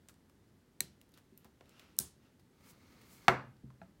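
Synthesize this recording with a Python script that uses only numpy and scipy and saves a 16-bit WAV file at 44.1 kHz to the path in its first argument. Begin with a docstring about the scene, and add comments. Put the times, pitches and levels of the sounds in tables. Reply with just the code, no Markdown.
"""Close work inside an opened laptop

In a small room a finger snaps a ribbon cable connector home; a plastic tool ticks and rubs against it
and flicks its latch shut. Each snap is ringing modes, a crack and a buzz; the case gives dully under
the hand. The hand slides away with a hiss of friction, then something heavier is set down, striking
the desk's modes, and settles with a soft bump and a tap."""
import sys
import numpy as np
from scipy import signal
from scipy.fft import rfft, irfft
from scipy.io import wavfile
from scipy.ndimage import uniform_filter1d

SR = 44100
rng = np.random.default_rng(int(sys.argv[2]) if len(sys.argv) > 2 else 0)


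def unload_audio(sound):
    """Save the sound as a 16-bit wav file, at the path given as the first command line argument."""
    columns = np.transpose(np.atleast_2d(sound))
    # keep every value between -1 and 1, then stretch to whole-number steps
    steps = np.round(np.clip(columns, -1, 1) * 32767)
    wavfile.write(sys.argv[1], SR, steps.astype(np.int16))


N = 176400


def amp(db):
    """Decibels to gain."""
    return 10 ** (np.asarray(db) / 20)


def at_hz(points, hz):
    """Read a table on a log-frequency axis."""
    freqs, values = np.transpose(points)
    return np.interp(np.log(hz + 1e-9), np.log(freqs), values)


def place(sound, start_s, db=0):
    """Start a sound at a time and gain."""
    return amp(db) * np.concatenate([np.zeros(int(start_s * SR)), sound, np.zeros(N)])[:N]


def butter(x, order, hz, kind):
    """Butterworth low-pass or high-pass."""
    return signal.sosfilt(signal.butter(order, hz, kind, fs=SR, output="sos"), x + 1e-18)


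def resonate(x, hz, width_hz, db):
    """The part of a sound that one resonance picks out."""
    return amp(db) * signal.lfilter(*signal.iirpeak(hz, hz / width_hz, fs=SR), x)


def hiss(spectrum):
    """Steady coloured noise, rms 1."""
    gain = amp(at_hz(spectrum, np.arange(N // 2 + 1) * SR / N))
    noise = irfft(rfft(rng.standard_normal(N)) * gain, N)
    return noise / noise.std()


def ring(modes):
    """One second of struck modes, alternating in sign."""
    t = np.arange(SR) / SR
    return sum((-1) ** k * amp(db) * np.sin(2 * np.pi * hz * t) * np.exp(-np.log(1000) * t / t60_s)
               for k, (hz, db, t60_s) in enumerate(modes))


def burst(spectrum, t60s, rise_s=0.00016):
    """One second of dense modes: narrow noise bands, each dying at its own rate."""
    t, freqs = np.arange(SR) / SR, np.arange(SR // 2 + 1)
    edges_hz = np.geomspace(50, 17000, 24)
    white = rfft(rng.standard_normal(SR))
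    out = 0
    for low, high in zip(edges_hz, edges_hz[1:]):
        hz = np.sqrt(low * high)
        decay = np.exp(-np.log(1000) * t / at_hz(t60s, hz))
        attack = 1 - np.exp(-t / max(rise_s, 0.5 / hz))
        band = irfft(white * ((freqs >= low) & (freqs < high)), SR) * decay * attack
        to_unit_density = np.sqrt(2 * (high - low) / SR / np.sum(band ** 2))
        out += band * to_unit_density * amp(at_hz(spectrum, hz))
    return out


def crack(spectrum, t60_s):
    """A burst whose bands all die together."""
    return burst(spectrum, [(1000, t60_s)])


# Room background. Each row: frequency in Hz, relative density in dB.
RUMBLE_SPECTRUM = [(18, -40.5), (30, -6.5), (95, -2), (245, -3.5), (364, -8.5), (702, -20), (913, -20),
                   (1040, -23.5), (1130, -22.5), (2010, -24), (2410, -29.5), (3060, -28), (4780, -30.5),
                   (16000, -37.5)]

def room_rumble():
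    """The room's steady low noise."""
    return amp(-67) * hiss(RUMBLE_SPECTRUM)


# Room decay. Each row: frequency in Hz, T60 in seconds.
ROOM_T60_S = [(100, 1), (400, 0.29), (1500, 0.31), (4000, .33), (9000, 0.22), (15000, 0.16)]

def in_room(blow, tail_spectrum, echo_db, tail_delay_s):
    """A blow, its smeared echo off a nearby surface and the diffuse tail it raises."""
    reflection = place(crack([(1000, echo_db)], t60_s=0.06), start_s=0.0088)
    echo = signal.fftconvolve(blow, reflection)[:N]
    tail = burst(tail_spectrum, ROOM_T60_S, rise_s=0.00033)
    return place(blow, 0) + echo + place(tail, tail_delay_s)


def friction(stroke, spectrum, resonances, grain_db):
    """Resonant hiss that follows a stroke and catches every few milliseconds."""
    noise = hiss(spectrum)
    noise = noise + sum(resonate(noise, *resonance) for resonance in resonances)
    catches = uniform_filter1d(rng.standard_normal(N), size=200)
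    level_db = np.interp(np.arange(N) / SR, *np.transpose(stroke), left=-np.inf, right=-np.inf)
    return noise / noise.std() * amp(level_db + grain_db * catches / catches.std())


# Strokes. Each row: time in seconds, level in dB.
TOOL_STROKE_DB = [(1.05, -108), (1.17, -70), (1.24, -96), (1.42, -77), (1.56, -97), (1.68, -73),
                  (1.81, -64.5), (1.90, -71.5), (1.97, -77), (2.18, -88), (2.26, -72.5), (2.36, -90)]
ARM_STROKE_DB = [(2.5, -84), (2.67, -62.5), (2.78, -68.5), (2.95, -64.5), (3.15, -64.5), (3.27, -62),
                 (3.32, -86.5)]
SWISH_STROKE_DB = [(2.6, -84), (2.705, -60.5), (2.75, -86), (2.99, -85), (3.13, -62.5), (3.27, -76),
                   (3.3, -93.5)]
# Friction noise. Each row: frequency in Hz, relative density in dB.
TOOL_SPECTRUM = [(300, 2.5), (800, -1.5), (1900, -2), (3400, -4.5), (5500, -7.5), (8000, -17),
                 (15500, -19.5)]
ARM_SPECTRUM = [(250, 9), (750, -6), (1400, -5), (3100, -9.5), (5000, -9.5), (9000, -19), (15500, -17.5)]
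SWISH_SPECTRUM = [(1000, -13), (4000, -1.5), (8000, 1), (11000, -2), (15500, -0.5)]
# Friction resonances. Each row: centre in Hz, width in Hz, gain in dB.
TOOL_PEAKS = [(1330, 120, 2.5), (2720, 240, 1.5)]
ARM_PEAKS = [(920, 81, -2.5), (1220, 160, -1), (2150, 330, 2), (4300, 400, -4.5), (6400, 500, -5)]
SWISH_PEAKS = [(11000, 2000, -13.5)]

def rubbing():
    """The tool rubs the connector; the arm slides away with two bright swishes."""
    tool = friction(TOOL_STROKE_DB, TOOL_SPECTRUM, TOOL_PEAKS, grain_db=0.5)
    arm = friction(ARM_STROKE_DB, ARM_SPECTRUM, ARM_PEAKS, grain_db=1.2)
    swishes = friction(SWISH_STROKE_DB, SWISH_SPECTRUM, SWISH_PEAKS, grain_db=0.95)
    return tool + arm + swishes


# Pushes on the case. Each row: start in seconds, gain in dB, low cut in Hz.
CASE_PUSHES = [(0.808, -49.5, 56), (1.319, -57.5, 176), (1.448, -58, 55), (1.997, -47.5, 40)]
# Case modes. Each row: frequency in Hz, level in dB, T60 in seconds.
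CASE_RING = [(71, -10, 0.52), (140.7, -1, .18), (217.9, 2.5, .1), (274.5, -2, 0.031), (380, -4.5, 0.21)]

def case_thuds():
    """The case gives dully under the hand; a higher low cut leaves its deepest modes still."""
    thud = butter(ring(CASE_RING), 2, 500, "low")
    return sum(place(butter(thud, 4, low_hz, "high"), start_s, db) for start_s, db, low_hz in CASE_PUSHES)


# Touches. Each row: start in seconds, bass, middle and treble density in dB, resonance in Hz,
# T60 in seconds.
TOUCHES = [(0.086, -28.5, -29.5, -36.5, 8050, 0.016), (0.093, -29.5, -35, -36, 1400, 0.057),
           (0.141, -59, -45, -54.5, 8400, .01), (0.297, -39, -45, -47, 1140, 0.015),
           (1.014, -34, -38.5, -38.5, 2550, 0.01), (1.092, -54, -52, -53, 11000, 0.0036),
           (1.119, -52, -58, -48, 6000, 0.0079), (1.139, -51, -39.5, -41.5, 4060, .04),
           (1.175, -26, -39.5, -40, 3500, 0.017), (1.181, -34, -38, -42, 1490, .07),
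           (1.376, -53, -42, -35, 13000, 0.014), (1.4458, -26, -37.5, -44, 15100, 0.0062),
           (1.449, -24.5, -37.5, -49, 860, 0.099), (1.609, -16.5, -33, -56, 533, 0.017),
           (1.657, -46, -44, -53, 2600, .012), (1.694, -33, -43.5, -41, 7600, 0.0021),
           (1.795, -39.5, -26, -39, 2450, 0.021), (1.9662, -53, -47.5, -45, 9400, .008),
           (1.9843, -50.5, -39.5, -38, 13000, 0.022), (2.395, -37, -46, -47, 4300, 0.071),
           (3.015, -42, -37, -41, 2100, 0.035), (3.567, -45, -44, -67, 4930, 0.0093),
           (3.703, -25.5, -42, -62, 1050, 0.033)]

def ticks():
    """Light touches of tool and fingernail, each coloured by a resonance of the part touched."""
    bands_hz, resonance_q = (600, 3500, 12000), 5.2
    out = 0
    for start_s, *bands_db, hz, t60_s in TOUCHES:
        spectrum = list(zip(bands_hz, bands_db))
        contact = crack(spectrum, t60_s)
        tail = amp(-9) * burst(spectrum, ROOM_T60_S, rise_s=0.004)
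        tick = contact + tail
        out += place(tick + resonate(tick, hz, hz / resonance_q, db=5.5), start_s)
    return butter(out, 2, 450, "high")


# Blows on the desk. Each row: start in seconds, gain in dB, contact low-pass in Hz.
DESK_BLOWS = [(3.2815, -0.5, 16700), (3.635, -15.5, 220)]
# Modes of the desk and the last tap. Each row: frequency in Hz, level in dB, T60 in seconds.
DESK_RING = [(69.2, -41, 0.36), (130, -33, 0.5), (212.3, -32, 0.2), (373.8, -26, 0.13), (493, -24.5, 0.065),
             (671.7, -21.5, .11), (764, -12, 0.03), (944, -29, .07), (1124, -24.5, .05), (1220, -15.5, .03),
             (1344, -19.5, 0.093), (1555, -26.5, .06), (1964, -27, .045), (2170, -20.5, 0.052)]
TAP_RING = [(181.7, -51.5, 0.25), (667, -48.5, 0.1), (836, -50.5, 0.043), (1360, -55.5, 0.062),
            (1660, -50.5, 0.025), (2500, -54.5, 0.012), (4100, -60, 0.0094)]
# Dense desk clatter and room tails. 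Each row: frequency in Hz, density in dB.
CLATTER_SPECTRUM = [(80, 2), (300, 18), (700, 14.5), (1250, 19), (2200, 17.5), (3000, 9), (4000, 4.5),
                    (6000, -2), (10000, -15), (15500, -15)]
DESK_TAIL_SPECTRUM = [(50, -2.5), (130, 11), (300, 12), (500, 11.5), (750, 14.5), (1300, 14), (2200, 8),
                      (3200, -7), (4400, -10), (6500, -16.5), (10000, -24), (15000, -28.5)]
TAP_TAIL_SPECTRUM = [(200, -10), (700, -23), (1600, -27.5), (3000, -39), (8000, -48), (15000, -59)]
# Clatter decay. Each row: frequency in Hz, T60 in seconds.
CLATTER_T60_S = [(100, 0.064), (700, 0.032), (2000, .028), (4000, 0.027), (14000, 0.021)]

def desk_knocks():
    """One hard knock, a padded bump that wakes only the low modes, and a last light tap."""
    echo_db = -15.5
    tap = in_room(ring(TAP_RING), TAP_TAIL_SPECTRUM, echo_db, tail_delay_s=0.0023)
    out = place(tap, start_s=3.816)
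    for start_s, db, contact_hz in DESK_BLOWS:
        blow = ring(DESK_RING) + burst(CLATTER_SPECTRUM, CLATTER_T60_S)
        knock = in_room(blow, DESK_TAIL_SPECTRUM, echo_db, tail_delay_s=0.0043)
        out += place(butter(knock, 4, contact_hz, "low"), start_s, db)
    return out


def plastic_snap(modes, spectrum, crack_t60_s):
    """Ringing modes, a sharp crack and a brief buzz of the board."""
    strike = ring(modes) + crack(spectrum, crack_t60_s)
    buzz = amp(-25) * crack(spectrum, t60_s=0.051)
    return strike + buzz


# Connector and latch modes. Each row: frequency in Hz, level in dB, T60 in seconds.
PRESS_RING = [(1524, -45, .03), (1830, -34.5, 0.02), (2255, -35, 0.021), (4090, -27.5, 0.021),
              (4080, -54, 0.23), (5980, -35.5, 0.022), (7760, -20, 0.0055), (9300, -21, 0.0031),
              (12440, -24, .007)]
LATCH_RING = [(1346, -51.5, .05), (1570, -53.5, 0.087), (3600, -38.5, 0.014), (5570, -27, .008),
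              (7930, -20, .01), (10700, -18.5, 0.0071), (13430, -17, 0.0042), (14830, -28.5, 0.00804)]
# Their cracks and room tails. Each row: frequency in Hz, density in dB.
PRESS_SPECTRUM = [(150, -22), (350, -16.5), (900, -13.5), (1250, -18.5), (2000, -12), (3000, -11),
                  (4500, -6), (8000, -6), (15500, -6)]
LATCH_SPECTRUM = [(150, -35), (300, -35.5), (700, -20.5), (1400, -38), (2200, -29), (3500, -10),
                  (6000, -0.5), (11000, -3), (15500, -4.5)]
PRESS_TAIL_SPECTRUM = [(60, -13.5), (200, -4.5), (600, -19.5), (1200, -23.5), (1800, -20.5), (3000, -20.5),
                       (4200, -19), (8000, -20.5), (11500, -23), (15000, -27)]
LATCH_TAIL_SPECTRUM = [(60, -3.5), (150, -2.5), (400, -13), (700, -16), (1400, -19), (2100, -22),
                       (3500, -17.5), (6000, -12.5), (9000, -6.5), (10500, -8), (11800, -12.5),
                       (14000, -16), (15500, -12.5)]

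def connector():
    """Two sharp plastic snaps: the connector pressed home, then its latch flicked shut."""
    press = plastic_snap(PRESS_RING, PRESS_SPECTRUM, crack_t60_s=0.01)
    press = in_room(press, PRESS_TAIL_SPECTRUM, echo_db=-22, tail_delay_s=0.005)
    latch = plastic_snap(LATCH_RING, LATCH_SPECTRUM, crack_t60_s=0.006)
    latch = in_room(latch, LATCH_TAIL_SPECTRUM, echo_db=-15, tail_delay_s=0.0105)
    return place(press, start_s=0.8054) + place(latch, start_s=1.9885)


def scene():
    """Rubbing, clicks and knocks over the room's rumble, in mono."""
    return (rubbing() + connector() + ticks() + case_thuds() + desk_knocks() + room_rumble())[None]


def record(dry):
    """The microphone drops the deepest rumble; the top is cut steeply."""
    low_cut_hz, stopband_hz = 50, 16860
    top_cut = signal.cheby2(14, 60, stopband_hz, fs=SR, output="sos")
    return signal.sosfilt(top_cut, butter(dry, 2, low_cut_hz, "high"))


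dry = scene()
out = record(dry)
unload_audio(out)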